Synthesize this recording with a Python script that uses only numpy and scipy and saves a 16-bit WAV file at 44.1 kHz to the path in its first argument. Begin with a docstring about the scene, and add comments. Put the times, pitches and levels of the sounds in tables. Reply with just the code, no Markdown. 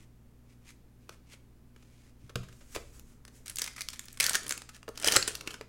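"""A foil pack is pinched and torn open in two pulls: creases snap one by one over a fine crackle,
and the pouch pops hollowly as its wall flips. Leading up to it, trading cards rasp off a stack
and land on a desk with a soft knock, and fingers skim the pack as they pick it up.
A small room answers, over a bed of low rumble, thin hiss and faint mains hum."""
import sys
import numpy as np
from scipy import signal
from scipy.io import wavfile

SR = 44100
rng = np.random.default_rng(int(sys.argv[2]) if len(sys.argv) > 2 else 0)


def pcm_store(signal):
    """Save signal as 16-bit PCM."""
    levels = np.round(np.clip(np.atleast_2d(signal), -1, 1) * 32767)
    wavfile.write(sys.argv[1], SR, levels.astype(np.int16).T)


N = 250598

# room tone: (frequency [Hz], relative level [dB])
AIR_EQ = [(20, 2), (70, -9.5), (170, -8.5), (260, -8.5), (360, -15), (700, -25), (1500, -30), (4000, -37.5),
          (15500, -39.5)]
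# mains hum: (frequency [Hz], level [dB])
MAINS_HUM = [(60, -62.5), (120, -63), (241, -69.5)]
# room decay: (frequency [Hz], t60 [s])
ROOM_DECAY = [(150, 0.54), (500, 0.46), (1500, 0.28), (4000, 0.48), (8000, 0.3), (15000, 0.21)]
# tone of the reverb tail: (frequency [Hz], relative level [dB])
TAIL_EQ = [(100, 0.5), (450, 0.5), (1400, 3), (4000, -3.0), (8000, 2.0), (15000, 0.0)]
# hands jostling the desk: (start [s], hold [s], level [dB])
DESK_JOSTLES = [(2.4, 0.84, -58.5), (3.5, 0.99, -65), (5.05, 0.35, -58)]
# desk rumble: (frequency [Hz], relative level [dB])
RUMBLE_EQ = [(15, -3), (30, -3), (55, -3), (110, -17), (400, -61.5), (2000, -84)]
# hands and cards landing, and the jolt of the tear: (time [s], peak [dB], contact time [s])
DESK_KNOCKS = [(2.239, -43, 0.0047), (2.356, -28, 0.0024), (2.403, -35.5, 0.0062), (2.763, -38, 0.011),
               (5.16, -31.5, 0.0115)]
# body of the desk: (frequency [Hz], relative level [dB], t60 [s])
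DESK_MODES = [(30.5, -13.5, 0.93), (67.5, -16.5, .2), (113.6, -1.5, 0.22), (125.5, 10, 0.15),
              (186.5, -0.5, 0.22), (231.5, 1.5, 0.16), (372, -4, 0.3), (485, -1.5, 0.18)]
# cards sliding off the stack: (start [s], hold [s], relative level [dB])
CARD_SLIDES = [(0, 0.037, -66.5), (0.514, 0.018, -67.5), (0.693, 0.0095, -55), (1.033, 0.016, -73.5),
               (1.121, .02, -63), (1.331, 0.0047, -53.5), (1.784, 0.12, -73), (1.929, 0.17, -69.5),
               (2.214, 0.078, -73), (2.42, 0.11, -68)]
# card on card: (frequency [Hz], relative level [dB])
RASP_EQ = [(100, -2), (500, -16), (900, -0.5), (1700, -0.5), (2300, 3.5), (3400, 2), (6500, 2.5),
           (10000, -2), (15500, -15)]
# fingers skimming smooth foil: (start [s], hold [s], relative level [dB])
FINGER_SKIMS = [(2.53, 0.21, -68.5), (2.73, 0.018, -55), (2.8, 0.097, -68), (2.945, 0.024, -61.5),
                (3.07, 0.057, -69), (3.355, 0.017, -62.5)]
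# hiss of skin: (frequency [Hz], relative level [dB])
SKIN_EQ = [(300, -24), (1500, -2), (4000, -6.5), (7000, 0), (11000, -6.5), (15500, -13)]
# card edges, fingers and pack tapping: (time [s], level [dB], brightness [dB/octave], length [s])
LIGHT_TAPS = [(.703, -54.5, 5, .006), (1.0925, -39.5, 0, 0.0026), (1.337, -51.5, -3, 0.0029),
              (1.762, -54, -2, 0.003), (1.824, -57.5, 0, 0.0081), (2.294, -45, -2, 0.0081),
              (2.3562, -29, -2, 0.0034), (2.431, -48, 0, 0.011), (2.485, -51, 0, .0078),
              (2.5255, -54, 1, 0.006), (2.6075, -52.5, -1, 0.018), (2.7474, -32, 2, 0.015),
              (2.7614, -30, -1.8, 0.0023), (2.769, -37.5, -3.5, .0085), (2.996, -48.5, 6, 0.0009)]
# tone of a tap on card: (frequency [Hz], relative level [dB])
CARD_EQ = [(190, -34.5), (330, -0.5), (553, -3), (775, -12), (1280, -4), (2000, -8.5), (2860, -7),
           (4410, -12.5), (6930, -11.5), (8400, -18.5), (10200, -17.5), (15500, -27)]
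# fingertips dragging on the pouch: (start [s], hold [s], level [dB])
POUCH_GRIPS = [(2.97, 0.75, -74), (4.45, 0.074, -53.5), (5.06, 0.12, -46), (5.25, 0.29, -57.5)]
# their dull rustle: (frequency [Hz], relative level [dB])
DRAG_EQ = [(50, -17.0), (420, 1.0), (700, -9), (1500, -14.5), (6000, -57)]
# the pouch flexing: (time [s], peak [dB], pitch [Hz])
POUCH_POPS = [(2.359, -33.5, 478), (2.7608, -35, 467), (3.618, -40.5, 485), (4.2, -36.5, 496),
              (4.353, -34, 395), (4.881, -30, 470), (4.892, -30, 442), (5.044, -26.5, 592),
              (5.073, -24.5, 455), (5.084, -29.5, 448), (5.134, -27, 460), (5.166, -18.5, 537),
              (5.279, -30, 436), (5.475, -34.5, 323), (5.61, -33, 443)]
# hollow body of the pouch: (pitch multiple, relative level [dB], t60 [s])
POUCH_MODES = [(.75, -7, .02), (1, 0, .035), (1.22, -4, .025), (1.65, -12, .02), (2.2, -11, .02),
               (2.6, -12, .025)]
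# strain on the foil, from light pinches to ripping pulls: (start [s], hold [s], relative level [dB])
FOIL_PULLS = [(3.465, 0.043, -50), (3.59, 0.067, -45.5), (3.69, .06, -59), (3.765, .05, -50.5),
              (3.895, 0.071, -57), (3.99, 0.16, -61.5), (4.209, 0.067, -32.5), (4.29, 0.025, -41.5),
              (4.342, 0.021, -33.5), (4.44, 0.11, -55), (4.5, 0.018, -44.5), (4.742, 0.022, -55.5),
              (4.955, .04, -56), (5.005, 0.019, -44.5), (5.058, 0.031, -27.5), (5.113, 0.049, -28),
              (5.275, 0.033, -42), (5.35, 0.0084, -48.5), (5.465, 0.078, -54)]
# creases: (time [s], relative level [dB], brightness [dB/octave], length [s], facet pitch [Hz])
CREASE_SNAPS = [(3.2513, -47.0, 0.5, 0.0012, 5000), (3.2787, -49.0, -2.0, 0.0042, 3630),
                (3.46, -43, 6, 0.0025, 6470), (3.48, -36.5, 3.5, 0.003, 9200),
                (3.497, -34.0, 3.5, 0.0035, 10600), (3.5577, -33, 8, 0.0028, 8800),
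                (3.569, -34.5, 3, 0.0026, 6140), (3.5851, -28, 4, 0.0024, 7850),
                (3.5937, -31.5, 4.5, 0.002, 6200), (3.6178, -24.0, 2.5, 0.0036, 5660),
                (3.641, -32, 3, 0.0036, 6000), (3.662, -37.5, -0.5, 0.0023, 7600),
                (3.6753, -34.5, -1, 0.0058, 2200), (3.763, -44, 0, 0.0044, 2100),
                (3.7794, -40, -2, 0.0072, 2200), (3.8079, -32, 2, 0.0018, 2200),
                (3.8114, -38, 2, 0.0024, 2340), (3.8173, -32.5, 3.5, 0.0033, 4300),
                (3.8867, -30, 3.5, 0.0012, 4400), (3.9021, -43, 7, 0.0025, 7200),
                (3.9305, -38.5, 0, 0.0095, 3900), (3.9933, -33.5, 0, 0.0018, 6900),
                (4.0556, -47.5, 18, 0.0021, 7300), (4.0836, -43.5, -0.5, 0.0022, 4470),
                (4.1284, -45, 14, 0.0024, 7900), (4.1726, -42.5, -1, 0.0042, 9200),
                (4.2, -19, 1, 0.0042, 2150), (4.2071, -18.5, 3, 0.0016, 2350),
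                (4.227, -26, 1.0, 0.0045, 6100), (4.241, -22, 3.5, 0.003, 3670),
                (4.2648, -20.5, 4.5, 0.0013, 4740), (4.2841, -33.5, -8, 0.004, 1390),
                (4.2942, -21, 2.5, 0.0031, 8500), (4.3083, -35, -8, 0.0032, 1360),
                (4.333, -28.5, 4.5, 0.0012, 5770), (4.3374, -31.5, -0.5, 0.011, 1590),
                (4.3468, -27.5, 0.5, 0.0007, 3370), (4.3522, -20, 1.5, 0.0042, 6560),
                (4.4326, -42, 5, 0.0012, 7000), (4.465, -36.5, 1.5, 0.0034, 3450),
                (4.4803, -36, 5, 0.0022, 9800), (4.4935, -28.5, 6, 0.0016, 9600),
                (4.5084, -25.5, 0.5, 0.0026, 7500), (4.5229, -27.0, 0.5, 0.0013, 6860),
                (4.5767, -36.5, 0.5, 0.0025, 11100), (4.6192, -41.5, -1.5, 0.0018, 8850),
                (4.6902, -42, -1, 0.0064, 1300), (4.8297, -47.5, -4, 0.0018, 1490),
                (4.8795, -40.5, -5.5, 0.0035, 1200), (4.8885, -41, 0, 0.0024, 1160),
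                (4.975, -35, 0, 0.0036, 4760), (4.9988, -38.5, 2.0, 0.0027, 7900),
                (5.0252, -34.5, 2.5, 0.0014, 8700), (5.032, -34, -3.5, 0.0038, 2300),
                (5.0448, -21.5, 1, 0.0026, 5100), (5.075, -18, 1, 0.0012, 9500),
                (5.084, -18.5, -3.5, 0.0016, 3060), (5.1213, -20.5, 1.5, 0.0043, 4600),
                (5.1578, -21.0, -4, 0.0042, 1190), (5.1631, -12, 2, 0.0022, 1430),
                (5.1675, -14, -2, 0.0022, 5400), (5.2256, -24, -1, 0.0038, 4500),
                (5.2764, -22.5, 0, 0.0066, 9200), (5.3524, -31.5, 2.5, 0.0024, 4100),
                (5.4092, -37.5, -2.5, 0.0031, 2580), (5.474, -30.5, -2.5, 0.0041, 2760),
                (5.5055, -38.5, -2.5, 0.0056, 3050), (5.5414, -37.5, -3, 0.003, 1700),
                (5.611, -40, -4, 0.0024, 2100)]
# tone of crinkling foil: (frequency [Hz], relative level [dB])
FOIL_EQ = [(100, -14), (300, -8.5), (500, -7), (780, -7), (1100, -3.5), (1450, 2), (2200, -2), (3300, 0),
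           (5000, 1), (7000, -1.5), (9500, -3.5), (11500, -8.5), (15500, -14)]
# resonance of the flap, shifting as it comes loose: (time [s], frequency [Hz])
FLAP_SWEEP = [(3.6, 2200), (4.21, 2350), (4.26, 1970), (4.35, 1580), (4.55, 2420), (5.079, 3120),
              (5.16, 2850)]
# faint ring of stretched foil: (frequency [Hz], relative level [dB], t60 [s])
FOIL_MODES = [(1380, -82, 0.082), (1450, -64, 0.046), (2856, -55.5, 0.044), (8340, -53, 0.088)]


def amp(db):
    """Decibels to gain."""
    return 10 ** (np.asarray(db) / 20)


def unit_rms(x):
    """Scales to rms 1."""
    return x / np.sqrt(np.mean(x ** 2) + 1e-20)


def curve_at(points, hz):
    """Reads a curve on a log-frequency axis."""
    freqs, values = np.transpose(points)
    return np.interp(np.log(hz + 1), np.log(freqs + 1), values)


def add(mix, time, sound):
    """Lays a sound into the mix at a time in seconds."""
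    part = mix[round(time * SR):][:len(sound)]
    part += sound[:len(part)]


def eq(x, spectrum, size=2048):
    """Causal EQ: attacks stay sharp and the ringing follows them."""
    log_gain = np.log(amp(curve_at(spectrum, abs(np.fft.fftfreq(size, 1 / SR)))))
    response = np.fft.ifft(np.exp(np.conj(signal.hilbert(log_gain)))).real
    return signal.oaconvolve(x, response[:size // 2])[:len(x)]


def ring(modes, scale=1):
    """Dying sines of a struck object."""
    t = np.arange(SR // 2) / SR
    return sum(amp(db - 60 * t / t60) * np.sin(2 * np.pi * hz * scale * t) for hz, db, t60 in modes)


def resonate(x, sweep, width_hz):
    """A unity-gain resonance riding a sweep of (time [s], frequency [Hz])."""
    hz = np.interp(np.arange(N) / SR, *np.transpose(sweep))
    carrier = np.exp(2j * np.pi * np.cumsum(hz) / SR)
    pole = np.exp(-np.pi * width_hz / SR)
    return 2 * (carrier * signal.lfilter([1 - pole], [1, -pole], x / carrier)).real


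def strokes(moves, rise_s, fall_s):
    """Envelope of hand moves: each swells 20 dB per rise_s, holds, and fades 20 dB per fall_s."""
    t = np.arange(0, N, 16) / SR
    power = 0
    for start, hold, db in moves:
        before, after = np.maximum(start - t, 0), np.maximum(t - start - hold, 0)
        power += amp(db - 20 * before / rise_s - 20 * after / fall_s) ** 2
    return np.interp(np.arange(N) / SR, t, np.sqrt(power))


def crackle(spectrum, per_s, spread_db, patchy_db, families=12):
    """Countless tiny clicks, in families that each have a colour of their own."""
    out, hz = np.zeros(N), np.geomspace(500, 15000, 12)
    sizes = amp(spread_db * np.minimum(rng.exponential(1, N), 3.5)) * rng.choice([-1, 1], N)
    clicks = sizes * (rng.random(N) < per_s / SR)
    family = rng.integers(0, families, N)
    for k in range(families):
        out += eq(clicks * (family == k), np.c_[hz, patchy_db * rng.standard_normal(len(hz))])
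    return unit_rms(eq(out, spectrum))


def burst(db, brightness, length, spectrum, grit, size=1024):
    """One snap or tap: tiny slips avalanche, then thin out within milliseconds."""
    sign, slip = rng.uniform(-1, 1, (2, size))
    age = np.arange(size) / SR / max(length, 8e-4)
    envelope = np.tanh(6 * age + .1) * np.exp(-age ** 1.25)
    snap = eq(np.sign(sign) * np.exp(grit * slip) * envelope, spectrum)
    tilt_hz, pivot_hz = np.array([1000, 11000]), 4000
    snap = eq(snap, np.c_[tilt_hz, brightness * np.log2(tilt_hz / pivot_hz)])
    return amp(db) * np.sqrt(.003 * SR) * snap / np.linalg.norm(snap)  # level: energy spread over 3 ms


def background():
    """The bed: low rumble, thin hiss and mains hum."""
    t = np.arange(N) / SR
    hum = sum(amp(db) * np.sqrt(2) * np.sin(2 * np.pi * (hz * t + rng.random())) for hz, db in MAINS_HUM)
    return hum + amp(-60) * unit_rms(eq(rng.standard_normal(N), AIR_EQ, size=8192))


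def room(x, tail_db, build_s, tails=3):
    """The direct sound, plus diffuse tails that crossfade to suggest moving hands."""
    out = x.copy()
    for k in range(tails):
        hz, t, noise = signal.stft(rng.standard_normal(SR * 3 // 4), SR, nperseg=256)
        decay = amp(-60 * t / curve_at(ROOM_DECAY, hz)[:, None])
        tail = signal.istft(noise * decay, SR, nperseg=256)[1]
        tail *= 1 - np.exp(-np.arange(len(tail)) / SR / build_s)
        tail = eq(tail, TAIL_EQ)
        send = np.cos(np.pi * (2 * np.arange(N) / SR + k / tails)) * np.sqrt(2 / tails)
        out += amp(tail_db) * signal.fftconvolve(x * send, tail / np.linalg.norm(tail))[:N]
    return out


def desk():
    """A soft, long contact stirs only the desk's lowest modes; moving arms make it rumble."""
    rumble = unit_rms(eq(rng.standard_normal(N), RUMBLE_EQ, size=8192))
    out = rumble * strokes(DESK_JOSTLES, rise_s=.15, fall_s=.15)
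    for time, db, contact in DESK_KNOCKS:
        knock = signal.fftconvolve(ring(DESK_MODES), np.hanning(round(contact * SR)))
        add(out, time, amp(db) * knock / abs(knock).max())
    return out


def cards():
    """Card stock rasps and sings a little as it slides, and taps as it lands; skin hisses on the pack."""
    rasp = crackle(RASP_EQ, per_s=4700, spread_db=5.0, patchy_db=0.5)
    rasp *= strokes(CARD_SLIDES, rise_s=0.061, fall_s=0.028)
    note_hz, sag_hz_per_s = 2070, 7500  # the edge's note sinks as the card comes free
    note = sorted((start + hold / 2 + dt, note_hz - sag_hz_per_s * dt)
                  for start, hold, _ in CARD_SLIDES for dt in (-0.049, 0.049))
    slide = rasp + amp(2) * resonate(rasp, note, width_hz=730)
    skim = unit_rms(eq(rng.standard_normal(N), SKIN_EQ))
    skim *= strokes(FINGER_SKIMS, rise_s=0.051, fall_s=0.093)
    out = amp(-2) * slide + amp(1) * skim
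    for time, db, brightness, length in LIGHT_TAPS:
        add(out, time, burst(db, brightness, length, CARD_EQ, grit=.27))
    return out


def pouch(flip_s=0.0019):
    """The pack's wall flips through with hollow pops and rustles dully under the fingers."""
    rustle = crackle(DRAG_EQ, per_s=1000, spread_db=0.0, patchy_db=8.0)
    out = rustle * strokes(POUCH_GRIPS, rise_s=.11, fall_s=0.13)
    for time, db, hz in POUCH_POPS:
        pop = ring(POUCH_MODES, hz)
        pop *= np.tanh(np.arange(len(pop)) / SR / flip_s)  # the flip softens the attack
        add(out, time, amp(db) * pop / abs(pop).max())
    return out


def creases():
    """Each snapping crease flips a facet of foil, which gathers its energy round one pitch."""
    out = np.zeros(N)
    for time, db, brightness, length, hz in CREASE_SNAPS:
        snap = burst(db, brightness, length, FOIL_EQ, grit=0.62)
        facet = signal.lfilter(*signal.iirpeak(hz, Q=7, fs=SR), snap)
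        pitched = snap + amp(2.5) * facet
        add(out, time, pitched * np.linalg.norm(snap) / np.linalg.norm(pitched))
    return out


def foil():
    """Snaps and ticks ride the tear's crackle; the loose flap colours them and the taut sheet rings."""
    strain = strokes(FOIL_PULLS, rise_s=0.013, fall_s=0.026)
    tear = crackle(FOIL_EQ, per_s=1200, spread_db=3.0, patchy_db=6.5) * strain
    ticks = crackle(FOIL_EQ, per_s=120, spread_db=-0.5, patchy_db=5.5)
    ticks *= strain ** 0.77  # they stand out most in a light pinch
    sheet = amp(-0.5) * creases() + amp(-3.5) * tear + amp(-17) * ticks
    sheet += amp(-0.5) * resonate(sheet, FLAP_SWEEP, width_hz=280)
    return sheet + signal.fftconvolve(sheet, ring(FOIL_MODES))[:N]


def scene():
    """All the handling at one microphone; the pouch's dull sounds carry less far into the room."""
    half_pouch = .5 * pouch()
    handling = foil() + cards() + desk() + half_pouch
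    return (room(handling, tail_db=-10.0, build_s=0.00043) + half_pouch + background())[None]


def record(dry, ceiling=.9, cutoff_hz=16100):
    """The recorder rounds off the highest peaks, then trims the top end."""
    rounded = ceiling * np.tanh(dry / ceiling)
    lowpass = signal.firwin(401, cutoff_hz, window=("kaiser", 8), fs=SR)
    return signal.oaconvolve(rounded, lowpass[None], "same")


dry = scene()
out = record(dry)
pcm_store(out)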